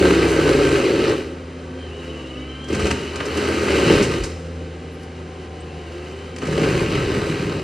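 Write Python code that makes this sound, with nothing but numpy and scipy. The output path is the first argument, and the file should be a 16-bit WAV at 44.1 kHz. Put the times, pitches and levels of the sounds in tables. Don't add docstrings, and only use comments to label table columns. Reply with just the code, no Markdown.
import sys
import numpy as np
from scipy import signal
from scipy.fft import rfft, irfft, next_fast_len
from scipy.io import wavfile
from scipy.ndimage import uniform_filter1d

SR = 44100
rng = np.random.default_rng(int(sys.argv[2]) if len(sys.argv) > 2 else 0)


def to_wav(s):
    ch = np.atleast_2d(s).T
    pcm = np.round(np.clip(ch, -1, 1) * 32767)
    wavfile.write(sys.argv[1], SR, pcm.astype(np.int16))


N = 336483
TIME = np.arange(N) / SR

# hood_boom_db, ground_thump_db, drum_throb_db; last drag_per_s
BITES = [(-.1, 0.426, 0.033, -21, -13.5, 9, -2.5, 0.5, 1.12),
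         (0.372, 0.683, 0.099, -25.5, -1, 10, -1, 4, 1.06),
         (0.659, 1.109, 0.11, -27, -0.5, 9.9, 1.5, -11, 1.28),
         (2.664, 2.909, 0.072, -32.5, 0.5, 8.5, 6.5, 2, 0.51),
         (2.93, 3.31, 0.07, -40, 18.5, 5.5, 2, -26, 0.047),
         (3.29, 3.638, 0.08, -29, -1, 6.9, -17, -4, 0.19),
         (3.58, 3.842, 0.14, -26.5, 9.5, 6.14, -4, -4.5, 1.25),
         (3.812, 4.019, 0.06, -24, -1, 7.7, 8.5, -15, 5), (4.08, 4.199, 0.029, -29.5, -27, 4.8, 0, 3, 3.02),
         (6.369, 6.831, 0.29, -27.5, -0.5, 6.8, 9.5, 1.5, 7.6),
         (6.837, 7.57, 0.096, -28, -7, 6.93, 9.5, 3, 4.5)]
# pitch_hz, level_db (per Hz)
SPLINTERS = [(300, -25), (600, 4.5), (800, -1), (1300, 1), (2000, -1), (2900, 1), (3400, -6), (4500, -6.5),
             (6000, -13.5), (8300, -16.5), (9300, -22), (11300, -24.5), (12300, -35), (15500, -40)]
FREE_HZ = 43.22


def mulcher(tear_s=0.0036, spray=1.0, chips_per_s=6000, chip_db=1.0, surge_db=-0.79, shower_db=1.5,
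            thump_db=-4.5, boom_db=-1.44, growl_db=-6.0, fibre_db=-8, lope=0.14,
            throb_low_hz=60, throb_power=1.74):
    # multiple of its speed, level_db
    drum_orders = [(2, 1), (3, -5), (5, 0)]
    # multiple of the drum's speed, level_db
    tooth_orders = [(10, 0), (15, 0), (20, -4)]
    # pitch_hz, level_db (per Hz)
    thump_spectrum = [(25, -14), (36, -13), (46, -6), (65, -3), (95, -2), (130, 5.5), (170, 1.5), (220, -2),
                      (320, -20.5), (600, -103)]
    chip_edges = [1230, 1860, 3380, 5860]
    turns_hz = drum_speed()
    splintering, booming, digging, throbbing = bite_levels()

    throb = partials(turns_hz, drum_orders, waver_db=1.0, waver_hz=25.4, smear=0.044)
    throb = throbbing * (turns_hz / FREE_HZ) ** throb_power * throb
    throb = signal.sosfilt(signal.butter(4, throb_low_hz, "high", fs=SR, output="sos"), throb)

    tear_decay = np.exp(-1 / (tear_s * SR))
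    tearing = unit(signal.lfilter([1], [1, -tear_decay], tooth_strikes(turns_hz, spread_db=3.0)))
    loping = 1 + lope * np.cos(4 * np.pi * np.cumsum(turns_hz) / SR)
    force = (tearing + spray) * amp(surge_db * drift(35)) * loping

    def chips():
        return force * rng.standard_normal(N) * (rng.random(N) < chips_per_s / SR)

    thump = amp(thump_db) * unit(woods(shape(chips(), thump_spectrum), wet_db=-7))
    boom = amp(boom_db) * unit(woods(hood(chips), wet_db=-10.0))
    hum = partials(turns_hz, tooth_orders, waver_db=1.5, waver_hz=60, smear=.9)
    growl = amp(growl_db) * unit(hood(lambda: hum))

    chip_gain = amp(chip_db * np.minimum(rng.exponential(1, N), 5))
    crackle = shape(chips() * chip_gain, SPLINTERS)
    crackle = sum(band * amp(shower_db * drift(45)) for band in registers(crackle, chip_edges))
    crackle = unit(woods(crackle, wet_db=-0.5))
    splinters = crackle + amp(fibre_db) * fibres(force)
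    return throb + digging * thump + booming * (boom + growl) + splintering * splinters


def drum_speed(start_hz=37.5, lug_hz=20, spin_up_per_s=2.5, size=100):
    drags = sum(max(drag, 0) * grip(start, end, rise) for start, end, rise, *levels, drag in BITES)
    hz, speeds = start_hz, []
    for drag in drags[::size]:
        winding_up = spin_up_per_s * max(1 - drag, 0) * (FREE_HZ - hz)
        braking = drag * (hz - lug_hz)
        hz += (winding_up - braking) * size / SR
        speeds.append(hz)
    return np.interp(TIME, TIME[::size], speeds)


def bite_levels():
    power = 0
    for *stroke, hood_db, ground_db, throb_db, drag in BITES:
        power = power + (push(*stroke) * amp([[0], [hood_db], [ground_db], [throb_db]])) ** 2
    return np.sqrt(power)


def tooth_strikes(turns_hz, spread_db=2.0, slip=.12, teeth=5):
    rows_passed = np.floor(teeth * np.cumsum(turns_hz) / SR + slip * drift(150))
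    hit = np.diff(rows_passed, prepend=rows_passed[0]) > 0
    force = amp(spread_db * np.clip(rng.standard_normal(N), -2, 2))
    return hit * force / np.sqrt(turns_hz)


def hood(blows):
    # pitch_hz, width_hz, level_db
    modes = [(251, 33, -9), (286, 33, -3.5), (338, 26.7, 1.5), (395, 30.5, 2), (441.6, 34.5, -2.5),
             (480.6, 19, -8), (542.4, 23, -6), (619, 21, -17)]
    ring = 0
    for k, (hz, width, db) in enumerate(modes):
        mode = signal.lfilter(*signal.iirpeak(hz, hz / width, SR), blows())
        ring = ring + amp(db) * mode * (-1) ** k
    return signal.sosfilt(signal.butter(3, [210, 680], "band", fs=SR, output="sos"), ring)


def fibres(force, cracks_per_s=260, crack_db=1.0, ring_s=0.015, count=16):
    # lowest_hz, highest_hz
    pitch_range = (890, 4440)
    loudness = amp(crack_db * np.minimum(rng.exponential(1, N), 4))
    cracks = force * (rng.random(N) < cracks_per_s / SR) * loudness
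    kind, age = rng.integers(0, count, N), TIME[:SR // 20]
    out = 0
    for k, hz in enumerate(np.geomspace(*pitch_range, num=count)):
        ring = amp(-60 * age / ring_s) * np.sin(2 * np.pi * hz * age)
        out = out + signal.oaconvolve(cracks * (kind == k), ring)[:N]
    return unit(woods(out, wet_db=-1.0))


def knocks():
    # time_s, peak_db (before scattering)
    blow_table = [(0.382, -5), (0.488, -8.5), (0.712, -19), (0.985, -11), (2.694, -17), (2.722, -14),
                  (3.447, -13), (6.423, -19), (6.478, -15.5), (6.577, -10.5), (6.808, -9.5), (7.094, -16)]
    s, db = np.transpose(blow_table)
    blows = np.bincount(np.round(s * SR).astype(int), amp(db), N)
    one_blow_peak = abs(hood(lambda: signal.unit_impulse(N))).max()
    return woods(hood(lambda: blows) / one_blow_peak, wet_db=-8.0)


def snaps(crack_db=-5, tick_db=-11, crack_hz=3600, tick_hz=5000, tick_top_hz=10500, rise_s=.0035, size=12000):
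    # time_s, level_db, ring_s (to fall 60 dB), brightness (0-1)
    snap_table = [(2.642, -22, 0.03, 0.89), (2.684, -17, 0.037, 0.88), (2.726, -15, 0.056, 0.6),
                  (2.747, -8.5, 0.044, 0.5), (2.791, -16.5, 0.3, 0.42), (2.853, -8.5, 0.04, 0.44),
                  (2.867, -6, 0.039, 0.5), (2.906, -1.5, 0.029, 0.4), (2.911, -2, 0.033, 0.38),
                  (3.156, -10.5, 0.051, 0.48), (3.202, -7.5, 0.044, 0.14), (3.254, -15, 0.072, 0.75),
                  (3.371, -11, 0.054, 0.79), (3.68, -8.5, 0.061, 0.06), (3.88, -11, 0.053, 0.12),
                  (4.022, -12.5, 0.14, 0.94), (4.235, -11.5, 0.096, 0.76), (5.03, -30, 0.043, .95),
                  (6.361, -13.5, 0.034, 0.56), (6.383, -14, 0.036, 0.57), (6.416, -19, 0.13, 0.3),
                  (6.452, -17, 0.063, 0.37), (6.469, -17.5, 0.055, 0.65), (6.523, -12.5, 0.056, 0.36),
                  (6.577, -7, 0.037, 0.29), (6.63, -10, 0.057, 0.18)]

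    def burst(hz, side):
        noise = shape(rng.standard_normal(N), SPLINTERS)
        return unit(signal.sosfilt(signal.butter(2, hz, side, fs=SR, output="sos"), noise))

    crack = amp(crack_db) * burst(crack_hz, "low")
    tick = amp(tick_db) * burst([tick_hz, tick_top_hz], "band")
    out, age = np.zeros(N), TIME[:size]
    for s, db, t60, bright in snap_table:
        start, bright = round(s * SR), np.clip(bright, 0, 1)
        span = slice(start, start + size)
        envelope = amp(db - 60 * age / t60) * (1 - np.exp(-age / rise_s))
        out[span] += envelope * ((1 - bright) * crack[span] + bright * tick[span])
    return woods(out, wet_db=-7.0)


def stump_heaves():
    # time_s, pitch_hz, level_db, length_s
    heaves = [(2.84, 66, -20, 0.029), (4.21, 52.66, -21, 0.027), (6.8, 46, -33, .13)]
    return swells(heaves, smear=.3, waver_hz=31.0)


def engine(governed_hz=82, clatter=0.068, roar_db=-37, lug_db_per_hz=0.07, gust_db=.45, gust_hz=16, fan_hz=257.5):
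    # time_s, level_db
    exhaust = [(0, -41), (2.5, -33.5), (3.5, -34.5), (4.4, -31), (5, -36), (7.6, -34.5)]
    # multiple of the firing rate, level_db
    engine_orders = [(1, -2), (1.5, -35), (2, -8), (3, -17.5), (5.5, -15), (6, -19.5)]
    # pitch_hz, level_db (per Hz)
    roar_spectrum = [(18, -17), (30, -47), (48, -11.5), (75, -8), (205, -10), (374, -7), (485, -9),
                     (662, -16), (754, -19.5), (859, -21.5), (2920, -24.5), (7430, -41), (10700, -49),
                     (12200, -79), (15000, -79)]
    pump_orders = [4.5, 9]
    # time_s, lower_db, upper_db
    pump_levels = [(1.5, -43.5, -62), (1.8, -43, -59), (1.95, -44, -53), (2.25, -39.5, -52),
                   (2.471, -42, -50), (2.6, -52, -62), (4.5, -48, -65), (5.3, -44, -57), (5.7, -44.5, -51),
                   (6, -46, -49), (6.3, -45.5, -58)]
    # time_s, first_db, second_db, third_db, fourth_db
    fan_levels = [(0, -34, -53, -60, -66), (1.7, -41, -46, -64, -69), (2.3, -40, -43.5, -67, -65),
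                  (2.6, -42.5, -61, -83, -76), (4.3, -44, -45.5, -56, -68), (4.65, -46, -44, -57, -66),
                  (4.9, -45.5, -65, -55.5, -74), (5.2, -47, -52, -53, -58), (5.8, -57, -50, -53, -54.5),
                  (6.1, -50, -47, -61, -56), (6.4, -38, -47.5, -55, -53)]
    hz, blades = firing_rate(governed_hz), np.full(N, fan_hz)
    note = amp(curves(exhaust)[0]) * partials(hz, engine_orders, waver_db=1.4, waver_hz=9, smear=0.18)
    pump = partials(hz, zip(pump_orders, curves(pump_levels)), waver_db=1.0, waver_hz=18, smear=0.13)
    fan = partials(blades, enumerate(curves(fan_levels), 1), waver_db=2.0, waver_hz=18, smear=0.4)
    pulsing = 1 + clatter * np.cos(2 * np.pi * np.cumsum(hz) / SR)
    roar = unit(shape(rng.standard_normal(N) * pulsing, roar_spectrum))
    roar_level_db = roar_db - lug_db_per_hz * (governed_hz - hz) + gust_db * drift(gust_hz)
    return note + pump + fan + roar * amp(roar_level_db)


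def firing_rate(governed_hz, recover_s=.19):
    # deepest_s, depth_hz, sink_s
    sags = [(1.08, 6.54, 1.22), (2.45, 12.64, .43), (2.83, 7.77, 0.18), (3.849, 9.67, .7), (6, 3.4, 0.333),
            (6.9, 2.21, 0.28)]
    hz = np.full(N, float(governed_hz))
    for s, depth_hz, sink_s in sags:
        width_s = np.where(TIME < s, sink_s, recover_s)
        hz -= depth_hz * np.exp(-((TIME - s) / width_s) ** 2)
    return hz


def hydraulics():
    # time_s, base_hz, level_db
    whine_curve = [(1.45, 180, -63), (1.7, 191, -57), (1.85, 195, -59), (1.95, 204, -56), (2.15, 225, -56),
                   (2.45, 255, -53), (2.6, 263, -52), (2.75, 265, -55), (3, 264, -70)]
    # multiple of its base, level_db
    whine_orders = [(3, -3), (4, -3), (5, -2), (6, -5), (7, -9), (8, -5), (9, -4)]
    # pitch_hz, width_hz, gain_db
    housing = (2360, 130, -2)
    # time_s, pitch_hz, level_db
    glides = [
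        [(1.8, 380, -48), (1.95, 408, -40), (2.17, 448, -39.5), (2.3, 455, -52)],
        [(5.85, 335, -46), (5.96, 348, -36.5), (6.05, 365, -40), (6.18, 397, -35.5), (6.3, 405, -52)],
    ]
    hz, db = curves(whine_curve)
    whine = partials(hz, whine_orders, waver_db=3, waver_hz=30, smear=.6)
    whine = during(whine_curve) * amp(db) * whine
    ring_hz, width_hz, ring_db = housing
    out = valve() + whine + amp(ring_db) * resonate(whine, ring_hz, width_hz)
    for rows in glides:
        hz, db = curves(rows)
        glide = partials(hz, [(1, 0)], waver_db=1.5, waver_hz=18, smear=0.25)
        out += during(rows) * amp(db) * glide
    return out


def valve(jitter_hz=55, flutter_db=3.2, wobble_hz=20, tone_db=-.5, drop_db=-1, rush_db=-5.5,
          rush_width_hz=260, low_ratio=.925, idle_db=-60.5):
    # time_s, pitch_hz
    pitch_curve = [(1.78, 3130), (1.87, 3060), (1.91, 2935), (2.45, 2945), (2.5, 3070), (2.55, 3020),
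                   (2.62, 3140), (2.72, 3160), (3.05, 2970), (6.07, 2965), (6.11, 3060), (6.16, 2970),
                   (6.25, 3060)]
    # ratio to the main note, level_db
    strands = [(1, 0), (1.305, -14), (1.87, -27), (2.27, -26)]
    # centre_s, half_length_s
    drops = [(1.915, .016), (2.03, .008), (2.14, .016), (2.25, .012), (2.36, .01), (3.11, .018),
             (5.72, .05), (5.885, .035), (6.02, .025)]
    # start_s, end_s, rise_s, level_db, trend_db_per_s
    levers = [(1.733, 3.503, 0.13, -46.5, 1), (5.5, 6.24, 0.25, -55.5, 3)]
    hz = curves(pitch_curve)[0]
    low = sum(np.exp(-((TIME - s) / length) ** 4) for s, length in drops)

    def whistle(f):
        rough_hz = f + wobble_hz * drift(30) + jitter_hz * drift(450)
        return unit(np.sin(2 * np.pi * np.cumsum(rough_hz) / SR)) * amp(flutter_db * drift(70))

    high_note = sum(amp(db) * whistle(ratio * hz) for ratio, db in strands)
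    tone = (1 - low) * high_note + low * amp(drop_db) * whistle(low_ratio * hz)
    rush = 0
    for f in (hz, low_ratio * hz):
        once = resonate(rng.standard_normal(N), f, rush_width_hz)
        rush = rush + resonate(once, f, rush_width_hz)
    flow = amp(idle_db) + sum(push(*lever) for lever in levers)
    return flow * (amp(tone_db) * tone + amp(rush_db) * unit(rush))


def debris(grains_per_s=1500, grain_db=2.0, clump_db=3.0):
    # start_s, end_s, rise_s, level_db, trend_db_per_s
    rolls = [(1.848, 2.398, 0.18, -46.5, -3), (5.547, 6.307, 0.42, -45, -3)]
    loudness = amp(grain_db * np.minimum(rng.exponential(1, N), 4))
    grains = rng.standard_normal(N) * (rng.random(N) < grains_per_s / SR) * loudness
    crunch = unit(woods(shape(grains * amp(clump_db * drift(40)), SPLINTERS), wet_db=0.0))
    return sum(push(*roll) for roll in rolls) * crunch


def track_squeaks():
    # time_s, pitch_hz, level_db, length_s
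    squeaks = [(3.29, 12000, -62, .05), (3.38, 11000, -56, .05), (3.97, 11000, -53, .04),
               (4.94, 10900, -60, .02), (5.03, 10800, -62, .03), (5.61, 8200, -48, .007)]
    return swells(squeaks, smear=2.6, waver_hz=420)


def woods(x, wet_db, size=30000):
    # pitch_hz, t60_s
    decay = [(100, 0.44), (400, 1), (2000, 0.99), (6000, 1), (14000, 0.65)]
    late = np.arange(size) > .012 * SR
    taps = rng.choice([-1., 1.], size) * (rng.random(size) < 2000 / SR) * late
    hz, t, z = signal.stft(taps, SR, nperseg=256)
    tail = signal.istft(z * amp(-60 * t / read(decay, hz)[:, None]), SR, nperseg=256)[1]
    return x + amp(wet_db) * signal.oaconvolve(x, tail / np.linalg.norm(tail))[:N]


def microphones(x):
    # pitch_hz, width_hz, level_db
    colour = [(656, 43, -5), (999, 26.5, -7.5), (1252, 54, 2.5), (1396, 40, -3.5), (1567, 51, 4.5),
              (1750, 150, -1.5), (1993, 65, 2.5), (3450, 194, -6), (3600, 47, 0.5)]
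    # pitch_hz, left_lead_rad, left_minus_right_db, coherence (0-1)
    ports = [(250, 0, 0, 1), (480, .22, .3, 1), (650, .6, 2.5, .94), (730, .2, 6, .85), (800, .8, 2, .9),
             (940, 1.4, 10, .7), (1060, -1.6, 8, .7), (1250, -1.4, 0, .9), (1430, -1.5, -2.5, .9),
             (1520, .3, -3, .94), (1750, 0, 0, 1), (5100, 0, 0, 1), (5400, -1, 0, .82),
             (11000, -1.25, 0, .7), (14000, -1.3, 0, .4)]
    size = next_fast_len(N + 4096)
    hz = np.fft.rfftfreq(size, 1 / SR)
    colour_db = sum(db * np.exp(-((hz - f) / width) ** 2) for f, width, db in colour)
    mid = rfft(x, size) * amp(colour_db)
    lead, balance_db, same = [read(ports, hz, axis) for axis in (1, 2, 3)]
    same = np.clip(same, 0, 1)
    turns = np.cumsum(rng.random(400))
    scatter = np.exp(2j * np.pi * np.interp(hz, np.linspace(0, SR / 2, num=400), turns))
    direct, diffuse = np.sqrt((1 + same) / 2), np.sqrt((1 - same) / 2) * np.conj(scatter)
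    port = amp(balance_db / 2) * np.exp(.5j * lead)
    pair = np.array([port * (direct + diffuse), (direct - diffuse) / port])
    centre = np.sqrt(uniform_filter1d(abs(pair.mean(0)) ** 2, size=500))
    return irfft(mid * pair / centre, size)[:, :N]


def partials(hz, orders, waver_db, waver_hz, smear):
    angle = 2 * np.pi * np.cumsum(hz) / SR
    out = 0
    for k, db in orders:
        level = amp(db + waver_db * drift(waver_hz))
        phase = smear * drift(waver_hz) + 2 * np.pi * rng.random()
        out = out + level * np.sin(k * angle + phase)
    return np.sqrt(2) * out


def swells(rows, smear, waver_hz):
    waver, out = smear * drift(waver_hz), 0
    for s, hz, db, length in rows:
        envelope = amp(db) * np.exp(-((TIME - s) / length) ** 2)
        out = out + envelope * np.sin(2 * np.pi * hz * TIME + waver)
    return out


def grip(start_s, end_s, rise_s, release_db_per_s=89.5):
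    return np.clip((TIME - start_s) / rise_s, 0, 1) * amp(-release_db_per_s * np.maximum(TIME - end_s, 0))


def push(start_s, end_s, rise_s, db, trend_db_per_s):
    held_s = np.clip(TIME, start_s, end_s) - start_s
    return grip(start_s, end_s, rise_s) * amp(db + trend_db_per_s * held_s)


def resonate(x, hz, width_hz):
    turn = np.exp(2j * np.pi * np.cumsum(hz * np.ones(N)) / SR)
    r = np.exp(-np.pi * width_hz / SR)
    return 2 * (turn * signal.lfilter([1 - r], [1, -r], x / turn + 1e-18)).real


def shape(x, points, size=4096):
    log_gain = np.log(amp(read(points, abs(np.fft.fftfreq(size, 1 / SR)))))
    taps = np.fft.ifft(np.exp(np.conj(signal.hilbert(log_gain)))).real
    return signal.oaconvolve(x, taps[:size // 2])[:N]


def registers(x, edges_hz):
    spectrum, band = rfft(x), np.searchsorted(edges_hz, np.fft.rfftfreq(N, 1 / SR))
    return [irfft(spectrum * (band == k), N) for k in range(len(edges_hz) + 1)]


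def drift(rate_hz):
    knots = rng.standard_normal(4000)
    return unit(np.interp(TIME * rate_hz, np.arange(len(knots)), knots))


def during(rows):
    inside = (TIME >= rows[0][0]) & (TIME <= rows[-1][0])
    return uniform_filter1d(inside * 1., size=1500)


def curves(rows):
    s, *columns = np.transpose(rows)
    return [np.interp(TIME, s, c) for c in columns]


def read(rows, hz, axis=1):
    table = np.transpose(rows)
    return np.interp(np.log(hz + 1), np.log(table[0] + 1), table[axis])


def amp(db):
    return 10 ** (np.asarray(db) / 20)


def unit(x):
    return x / np.sqrt(np.mean(x ** 2) + 1e-20)


def scene():
    cutting = mulcher() + knocks() + snaps() + stump_heaves()
    machine = engine() + hydraulics() + debris() + track_squeaks()
    return microphones(cutting + machine)


def record(dry, low_cut_hz=34, edge_hz=15700):
    dry = signal.sosfilt(signal.butter(6, low_cut_hz, "high", fs=SR, output="sos"), dry)
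    band_limit = signal.firwin(511, edge_hz, window=("kaiser", 9), fs=SR)
    return signal.oaconvolve(dry, band_limit[None], "same")


dry = scene()
out = record(dry)
to_wav(out)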